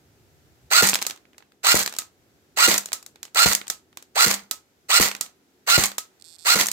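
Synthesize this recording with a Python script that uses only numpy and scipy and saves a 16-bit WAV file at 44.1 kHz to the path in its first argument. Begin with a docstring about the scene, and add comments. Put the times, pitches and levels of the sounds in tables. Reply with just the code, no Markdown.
"""Over a low rumble, murmur and hiss, an electric airsoft rifle fires eight single shots in a small furnished room.
In each shot a motor winds a spring through gears (rising tooth tones and grinding noise), then the piston
slams (damped modes, noise bursts and an air jet) and the gears run on. Pellets and loose parts rattle (short
shaped noise bursts); the trigger clicks back after all but the last shot. Late on, a tiny stepping motor near
the right microphone ticks and buzzes (alternating impulses through resonances)."""
import sys
import numpy as np
from scipy import signal
from scipy.fft import rfft, irfft, next_fast_len
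from scipy.io import wavfile
from scipy.ndimage import map_coordinates

SR = 44100
rng = np.random.default_rng(int(sys.argv[2]) if len(sys.argv) > 2 else 0)


def waveform_to_disk(signal):
    """Save audio, clipped to [-1, 1], as 16-bit WAV at the path in sys.argv[1]."""
    frames = np.transpose(np.atleast_2d(signal))
    scaled = np.clip(frames, -1, 1) * 32767
    samples = np.round(scaled).astype(np.int16)
    wavfile.write(sys.argv[1], SR, samples)


N = 296352

# shots, levels relative within each sound: trigger_s, piston_s, run_on_db, slam_db, air_puff_db
SHOTS = [(0.7084, 0.8235, -18.5, -13, -18.5), (1.637, 1.7433, -20.5, -18.5, -3),
         (2.5685, 2.6767, -18, -15.5, -28), (3.3518, 3.4591, -18.5, -18, -4),
         (4.1555, 4.2625, -20.5, -16.5, -34), (4.8915, 4.9987, -19, -17, -7),
         (5.671, 5.7787, -19, -17, -6.5), (6.452, 6.5565, -20, -16.5, -27)]
# spectrum of a hard plastic contact: frequency_hz, density_db (relative, per Hz)
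SNAP_SPECTRUM = [(120, -52), (200, -16.5), (1940, -13), (2960, -12), (4040, -6), (5420, -5.5), (6050, -2.5),
                 (7410, -0.5), (10100, -10.5), (14300, -8.5), (16000, -19.5)]


def amp(db):
    """Decibels to amplitude: 20 dB is a factor of ten."""
    return 10 ** (np.asarray(db) / 20)


def unit(x):
    """Normalisation to a root-mean-square value of 1."""
    return x / np.sqrt(np.mean(x ** 2) + 1e-20)


def along(points, hz):
    """Linear interpolation of (Hz, value) points on a logarithmic frequency axis."""
    f, v = np.transpose(points)
    return np.interp(np.log(hz + 1), np.log(f + 1), v)


def filtered(x, response):
    """Linear filtering: the spectrum of x times a complex frequency response."""
    n = x.shape[-1]
    m = next_fast_len(n + 4096)
    return irfft(rfft(x, m) * response(np.fft.rfftfreq(m, 1 / SR)), m)[..., :n]


def noise(spectrum, size, channels=1):
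    """Coloured noise: independent white noises shaped by a spectrum, to a joint rms of 1."""
    white = rng.standard_normal((channels, size))
    return unit(filtered(white, lambda hz: amp(along(spectrum, hz))))


def wobble(rate, size):
    """Slow random modulation: a smooth curve through rate random knots a second."""
    knots = rng.standard_normal(int(size * rate / SR) + 4)
    return map_coordinates(knots, [np.arange(size) * rate / SR])


def resonances(modes, hz):
    """Modal superposition: second-order resonances (Hz, width Hz, dB) added with alternating sign."""
    total = 0
    for k, (centre, width, db) in enumerate(modes):
        total = total + (-1) ** k * amp(db) * 1j * hz * width / (centre * centre - hz * hz + 1j * hz * width)
    return total


def add(track, s, sound):
    """Superposition: mix a sound into a track from time s."""
    part = track[..., round(s * SR):][..., :sound.shape[-1]]
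    part += sound[..., :part.shape[-1]]


def gearbox():
    """Gear meshing: tooth tones follow the motor's speed, grinding noise follows the load, and both ring the shell."""
    # tooth tones: multiple of the tooth rate, level_db (relative)
    mesh_tones = [(.5, -29.5), (1, -9), (1.401, -22), (2, -13), (2.501, -22), (2.999, -12), (3.6, -17.5),
                  (4, -20.5), (5, -21.5)]
    # grinding under load: frequency_hz, density_db (relative, per Hz)
    loaded_spectrum = [(35, -70), (60, -47), (749, -16), (1010, -16), (1380, -7.5), (1620, -16.5),
                       (2840, -12), (3190, -20), (4220, -11.5), (5720, -19.5), (7940, -9), (9790, -22.5),
                       (14900, -19.5), (16000, -22.5)]
    # gears running on unloaded: frequency_hz, density_db (relative, per Hz)
    coast_spectrum = [(35, -55), (60, -15), (946, -3), (1140, -1.5), (1580, -8), (2000, -5), (3500, -9),
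                      (4530, -6), (5330, -10.5), (7750, -4.5), (9790, -13), (14600, -10.5), (16000, -19.5)]
    # resonances of the gearbox shell: frequency_hz, width_hz, strength_db (relative)
    shell_modes = [(1330, 50, -1.5), (1970, 230, 7), (4490, 1400, -1), (6320, 77, 12), (7300, 300, -3.5),
                   (14400, 240, 10)]
    mesh_hz, spin_up_s = 1488, .021  # full-speed tooth rate before spring drag; time constant
    spring_drag = .065  # fraction of speed lost to the tightening spring
    wind_db, bite_s, swell_s = -15, .0086, .02  # gears bite before the whine, then swell
    free_s, let_go_s = .006, .0071  # last tooth slips off ahead of the piston; load eases off before that
    run_on_s, brake_db_per_s, ring_db_per_s = .071, 592, 197.5  # a braked part and a slower fade
    face_turn = 1  # radians by which the shell's two faces shake out of step
    lead = .02  # seconds computed ahead of the trigger
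    t = np.arange(SR // 2) / SR - lead
    size = len(t)
    faces = np.array([[0], [-1], [1]])  # shared path, left face, right face
    out = np.zeros((2, N))

    def shell_tone_gain(hz):
        highpass = hz ** 4 / (hz ** 4 + 520 ** 4)  # the small shell radiates no bass
        return (.8 + 0.12 * abs(resonances(shell_modes, hz))) * highpass

    def shell_grind_gain(hz):
        return 0.57 + 0.51 * abs(resonances(shell_modes, hz))

    for start, slam_s, run_db, _, _ in SHOTS:
        wind_s = slam_s - start
        swell = (1 - np.exp(-np.maximum(t + bite_s, 0) / swell_s)) ** 2
        load = amp(wind_db) * swell * np.clip((wind_s - free_s - t) / let_go_s, 0, 1)
        freed = t - wind_s
        braked = amp(-brake_db_per_s * np.maximum(freed - run_on_s, 0))
        onset = np.clip((freed + .003) / .006, 0, 1)
        coast = amp(run_db - 5.0) * onset * (braked + amp(-ring_db_per_s * freed))

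        speed = (1 - np.exp(-np.maximum(t, 0) / spin_up_s)) * (1 + 0.0027 * wobble(70, size))
        speed = speed * (1 - spring_drag * np.clip(t / wind_s, 0, 1) ** 4)
        phase = 2 * np.pi * mesh_hz * np.cumsum(speed) / SR
        tones = sum(amp(db + 2.5 * wobble(60, size)) * np.sin(k * phase + face_turn * faces)
                    for k, db in mesh_tones)
        tones = filtered(load / np.sqrt(swell + .1) * tones, shell_tone_gain)

        uneven = amp(2.6 * wobble(350, size) + 1.1 * wobble(60, size))  # teeth never meet alike
        grind = load * noise(loaded_spectrum, size, channels=3)
        grind = grind + coast * noise(coast_spectrum, size, channels=3)
        grind = filtered(uneven * grind, shell_grind_gain)
        add(out, start - lead, heard(grind + 1.61 * tones, spread=0.83, wet_db=-8.5))
    return out


def piston():
    """Impact excitation: sliding noise, then a blow that rings the body; the air jet pushes on the left microphone."""
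    travel_s = .016
    rebound_hz, rebound_s = 75, .018  # the microphone's mount swings back after the jet
    slide_spectrum = [(60, -18.0), (250, -4.0), (600, -2.0), (1200, -26.5)]
    boom_spectrum = [(40, -12.5), (160, 5), (500, -3.5), (2000, -21)]
    buffet_spectrum = [(15, -10.5), (45, 1.5), (120, -8.5), (900, -33)]
    t = np.arange(SR // 3) / SR
    size = len(t)
    out = np.zeros((2, N))

    def bump(at_s, width_s):
        return np.exp(-((t - at_s) / width_s) ** 2)

    for _, s, _, slam_db, puff_db in SHOTS:
        slide_level = amp(-10 - 60 * t / 0.088) * (1 - np.exp(-t / 0.0045))
        slide = slide_level * noise(slide_spectrum, size, channels=3)
        add(out, s - travel_s, amp(slam_db) * (0.44 * slide[0] + .5 * slide[1:]))

        boom = amp(-6 - 60 * t / 0.07) * noise(boom_spectrum, size, channels=3)
        body = amp(-7.5) * ring(t, [(200, -0.45), (1500, -4)])
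        thud = (body + 1.4 * boom[0] + .5 * boom[1:]) * (1 - np.exp(-t / 0.0013))
        crack = amp(6.5 - 60 * t / 0.005) * noise(SNAP_SPECTRUM, size, channels=2)
        add(out, s, amp(slam_db) * (thud + crack))

        push = .4 * bump(.0006, .0004) - bump(.0013, .00045)  # a short squeeze, then a deep suction
        rebound = 0.049 * np.sin(2 * np.pi * rebound_hz * t) * np.exp(-t / rebound_s)
        buffet = amp(-13.0 - 60 * t / 0.14) * noise(buffet_spectrum, size)[0]
        add(out[0], s, amp(puff_db) * (push + rebound + buffet))
    return out


def ring(t, strength_db):
    """Modal decay: damped sines struck at new strengths; loose joints blur the higher modes' phase most."""
    # modes of rifle and box: frequency_hz, level_db (relative), t60_s
    body_modes = [(199.4, -4, .35), (327.4, -3.5, 0.13), (459, -0.5, 0.11), (780, -7.5, .05),
                  (95, -6, 0.07), (1285, -21, .2), (1935, -22, 0.08)]
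    blur_s = .0015  # phase wobble in radians per Hz
    total = np.zeros(len(t))
    for hz, db, t60 in body_modes:
        level = amp(db + rng.normal(0, 0.85) + along(strength_db, hz) - 60 * t / t60)
        phase = rng.uniform(0, 2.1) + blur_s * hz * wobble(50, len(t))
        total += level * np.sin(2 * np.pi * hz * t + phase)
    return total


def rattle():
    """Repeated impact: bright contacts are pellets, nearer the middle, the very brightest a little left;
    dull ones sit in the rifle, to the right."""
    # pellet and pawl contacts: time_s, peak_db (relative), brightness_db
    contacts = [(0.872, -7, 9), (0.888, -4.5, 9.5), (0.896, -5.5, 17), (0.932, -9.5, -12), (0.939, -9, 3),
                (0.945, -8.5, 3.5), (0.955, -6, -1.5), (0.989, -19.5, -7), (1.015, -17.5, -1),
                (1.019, -14, -4), (1.025, -10.5, 2.5), (1.051, -23.5, -8), (1.098, -18.5, -2),
                (1.108, -18, -3), (1.161, -37.5, 0), (1.175, -39.5, -7), (1.253, -43.5, -17),
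                (1.332, -46, -9.5), (1.345, -46.5, -30), (1.381, -32, -2.5), (1.405, -44.5, -15.5),
                (1.424, -38.5, -16), (1.52, -45.5, -6.5), (1.792, -9, 8), (1.828, -15, 6), (1.861, -9.5, 2),
                (1.876, -12.5, -2.5), (1.895, -28, 8), (1.925, -23.5, -3), (1.938, -24, -4),
                (1.95, -31, -3), (1.965, -23.5, 3), (2.019, -28, -8), (2.573, -15.5, -2.5),
                (2.759, -22.5, 3), (2.779, -5.5, 9.5), (2.782, -10, 4.5), (2.808, -27, 15),
                (2.834, -34.5, -4), (2.858, -17, 4), (2.887, -31, -3), (2.919, -23, -7), (3.027, -30.5, 2),
                (3.063, -25, 5.5), (3.158, -36.5, -7.5), (3.23, -19, 3.5), (3.252, -28, -1.5),
                (3.279, -42.5, -15.5), (3.347, -16, 7), (3.479, -13, 24.5), (3.488, -13, 18),
                (3.532, -7.5, 17.5), (3.55, -3.5, 8.5), (3.614, -21, -12.5), (3.669, -28.5, -5),
                (3.68, -19, 6), (3.928, -43, -10), (3.972, -22, -1), (4.025, -32.5, 1.5), (4.312, -5, -0.5),
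                (4.346, -19, 15), (4.392, -34, -9), (5.027, -9, 7.5), (5.092, -22, -9), (5.114, -15, -4.5),
                (5.15, -18.5, -5), (5.165, -29, -1), (5.262, -29.5, -5), (5.857, -7.5, 35),
                (5.9, -30.5, -5), (5.917, -24.5, -5), (6.611, -3, 0.5), (6.636, -21, 20), (6.659, -12, 4.5),
                (6.668, -9, 30), (6.685, -9.5, 3), (6.715, -10, 8)]
    chatter_per_shot, chatter_s = 14, .09  # loose parts while the gears run on
    # level relative to the run-on, its scatter, its fade over chatter_s, and the mean brightness
    chatter_db, scatter_db, fade_db, chatter_bright_db = 4.5, 5.5, 11.5, 6
    rise_s = .0004
    chatter = []
    for _, slam_s, run_db, _, _ in SHOTS:
        for late in rng.uniform(size=chatter_per_shot):
            db = run_db + chatter_db - fade_db * late + scatter_db * rng.normal()
            chatter.append((slam_s + .008 + chatter_s * late, db, chatter_bright_db + 5 * rng.normal()))
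    out = np.zeros((2, N))
    for s, db, bright_db in contacts + chatter:
        pan_db = -2 + 0.14 * bright_db + rng.normal(0, 2.0)  # positive is left
        add(out, s - rise_s, click(db + 1.5, bright_db, pan_db, t60=0.014, wet_db=-10.0))
    return out


def trigger_return():
    """Spring release: the trigger snaps back with a hard click and rings the body, the ring stronger on the right."""
    # moments of the snap: time_s
    return_times = [1.066, 1.986, 2.93, 3.7, 4.511, 5.21, 5.982]
    snap_db, rise_s = -10, .0004
    t = np.arange(SR // 3) / SR
    out = np.zeros((2, N))
    for s in return_times:
        add(out, s - rise_s, click(snap_db, 5.86, -4.0, t60=0.022, wet_db=-7.5))
        body = amp(snap_db - 19.5) * ring(t, [(500, -33.5), (1200, 8.4)])
        add(out, s, body * amp([[-3], [3]]))
    return out


def click(db, bright_db, pan_db, t60, wet_db):
    """Hard contact: a brief broadband crack, its treble tilt set by brightness, and the room's answer."""
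    t = np.arange(SR // 50) / SR

    def tilt(hz):
        return amp(along([(2500, -0.67), (7000, 0.67)], hz) * (bright_db - 7))

    crack = unit(filtered(noise(SNAP_SPECTRUM, len(t), channels=3), tilt))
    envelope = amp(-60 * t / t60) * (1 - np.exp(-(t / 0.00079) ** 2))
    pair = (0.39 * crack[0] + 0.72 * crack[1:]) * envelope
    pair = pair * amp(db + np.array([[pan_db / 2], [-pan_db / 2]]))
    # the walls hear all faces of the contact: an even colour
    impulse = 1. * (np.arange(len(t)) == 100)
    blow = filtered(impulse, lambda hz: tilt(hz) * amp(along(SNAP_SPECTRUM, hz)))
    blow = blow / np.linalg.norm(blow) * np.linalg.norm(pair, axis=1, keepdims=True)
    answer = room((blow + blow.mean(axis=0)) / 2)
    return np.pad(pair, ((0, 0), (0, SR // 3))) + amp(wet_db) * answer


def stepper():
    """Periodic impulses: every 6 ms a coil pulls and 1 ms later lets go, two opposite ticks and a faint shiver."""
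    # lone steps and buzzing bursts: start_s, end_s, level_db (relative)
    bursts = [(6.199, 6.2, -55), (6.212, 6.2144, -49), (6.223, 6.227, -43), (6.243, 6.366, -45.5),
              (6.385, 6.462, -45.5)]
    # resonances of the stepping motor: frequency_hz, width_hz, strength_db (relative)
    motor_modes = [(3480, 1100, -11), (4250, 770, 5), (5320, 530, 2.5), (7900, 1040, 4), (10300, 870, -10),
                   (11400, 900, -7)]
    tick_db = [4, 1.0, -26, -7, -15, -24]  # pull, let go, then the shiver, 1 ms apart
    ticks = np.zeros(N)
    for begin, end, db in bursts:
        beats = np.arange(begin, end, .006)
        for after_ms in range(6):
            lone_db = -20 * (after_ms > 3) * (end - begin < .01)  # a lone step shivers less at its end
            level_db = db + 22.5 + tick_db[after_ms] + lone_db + rng.normal(0, 2, len(beats))
            places = np.round((beats + after_ms / 1000) * SR).astype(int)
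            ticks[places] += (-1) ** after_ms * amp(level_db)
    motor = filtered(ticks, lambda hz: resonances(motor_modes, hz) / (1 + (hz / 13500) ** 8))
    return motor * amp([[-21], [0]])  # near the right microphone


def heard(source, spread, wet_db):
    """Stereo propagation: a shared path and two separate faces reach the microphones, then the room's answer."""
    # left-right difference: frequency_hz, level_db
    side_balance = [(60, -2), (110, -6.5), (200, -2.5), (380, 0.5), (700, -4.5), (1290, -5.5), (2380, 1.5),
                    (4400, -10), (8120, -2.5), (15000, 1.5)]
    lag_s = .0001  # the left microphone hears the rifle later
    shared, left, right = source

    def half(hz):
        return amp(along(side_balance, hz) / 2) * np.exp(-1j * np.pi * hz * lag_s)

    pair = np.cos(spread) * shared + np.sin(spread) * np.array([left, right])
    pair = filtered(pair, lambda hz: np.array([half(hz), 1 / half(hz)]))
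    return np.pad(pair, ((0, 0), (0, SR // 3))) + amp(wet_db) * room(pair)


def room(pair):
    """Reverberation: convolution with noise in which each frequency dies away at its own rate."""
    # reverberation time: frequency_hz, t60_s
    decay_times = [(200, 0.2), (800, 0.3), (2100, 0.22), (5500, 0.18), (14600, 0.16)]
    hz, t, z = signal.stft(rng.standard_normal((2, SR // 3)), SR, nperseg=128)
    decay = amp(-60 * t / along(decay_times, hz)[:, None])
    tail = signal.istft(z * decay, SR, nperseg=128)[1][:, :SR // 3 - 131]
    delayed = np.pad(pair, ((0, 0), (132, 0)))  # the answer starts 3 ms late
    return signal.fftconvolve(delayed, tail / np.linalg.norm(tail[0]), axes=1)


def background():
    """Partial coherence: rumble and murmur partly shared by both microphones, separate hisses, a faint whistle."""
    # slow level curves, relative: time_s, rumble_db, murmur_db, hiss_db
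    air_levels = [(0, -62, -62.5, -65), (0.701, -60.5, -62.5, -64.5), (1.3, -74, -61.5, -67.5),
                  (1.6, -74, -65.5, -70.5), (2.299, -68.5, -62.5, -66), (3.8, -71, -64.5, -69),
                  (4.7, -72, -65.5, -67.5), (5.5, -77, -63.5, -67), (6.72, -74, -68.5, -64)]
    # spectra of the three layers: frequency_hz, density_db (relative, per Hz)
    rumble_spectrum = [(20, -30.5), (45, -8.5), (70, 3.5), (150, 0.5), (300, -41)]
    murmur_spectrum = [(100, -13), (220, -2), (380, 0), (500, -7.5), (800, -16), (1500, -42.5)]
    hiss_spectrum = [(410, -23), (700, -1.5), (1180, -9.5), (1280, -5.5), (1620, -6), (2800, -10),
                     (7290, -11.5), (9110, -18), (14400, -14.5), (16000, -23.5)]
    t = np.arange(N) / SR
    s, *levels = np.transpose(air_levels)
    rumble_db, murmur_db, hiss_db = [np.interp(t, s, db) for db in levels]
    rumble = noise(rumble_spectrum, N, channels=3)
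    murmur = noise(murmur_spectrum, N, channels=3)
    low = amp(rumble_db + 1.3 * wobble(28.0, N)) * (0.91 * rumble[0] + 0.62 * rumble[1:])
    mid = amp(murmur_db + 1.5 * wobble(3.4, N)) * (.8 * murmur[0] + 0.36 * murmur[1:])
    hiss = amp(hiss_db) * noise(hiss_spectrum, N, channels=2)
    whistle = amp(-92.5) * np.sin(2 * np.pi * 10545 * t)
    return low + mid + hiss + whistle


def scene():
    """Superposition of all the sources at the two microphones."""
    return gearbox() + piston() + rattle() + trigger_return() + stepper() + background()


def record(dry):
    """Saturation and band limits: peaks flatten near full scale, deep bass weakens, the top is cut by 60 dB."""
    top_hz = 15900
    flattened = dry / (1 + np.abs(dry) ** 6) ** (1 / 6)
    bass_cut = filtered(flattened, lambda hz: (1j * hz / (40 + 1j * hz)) ** 2)
    return filtered(bass_cut, lambda hz: np.clip((top_hz - hz) / 300 + .5, .001, 1))


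dry = scene()
out = record(dry)
waveform_to_disk(out)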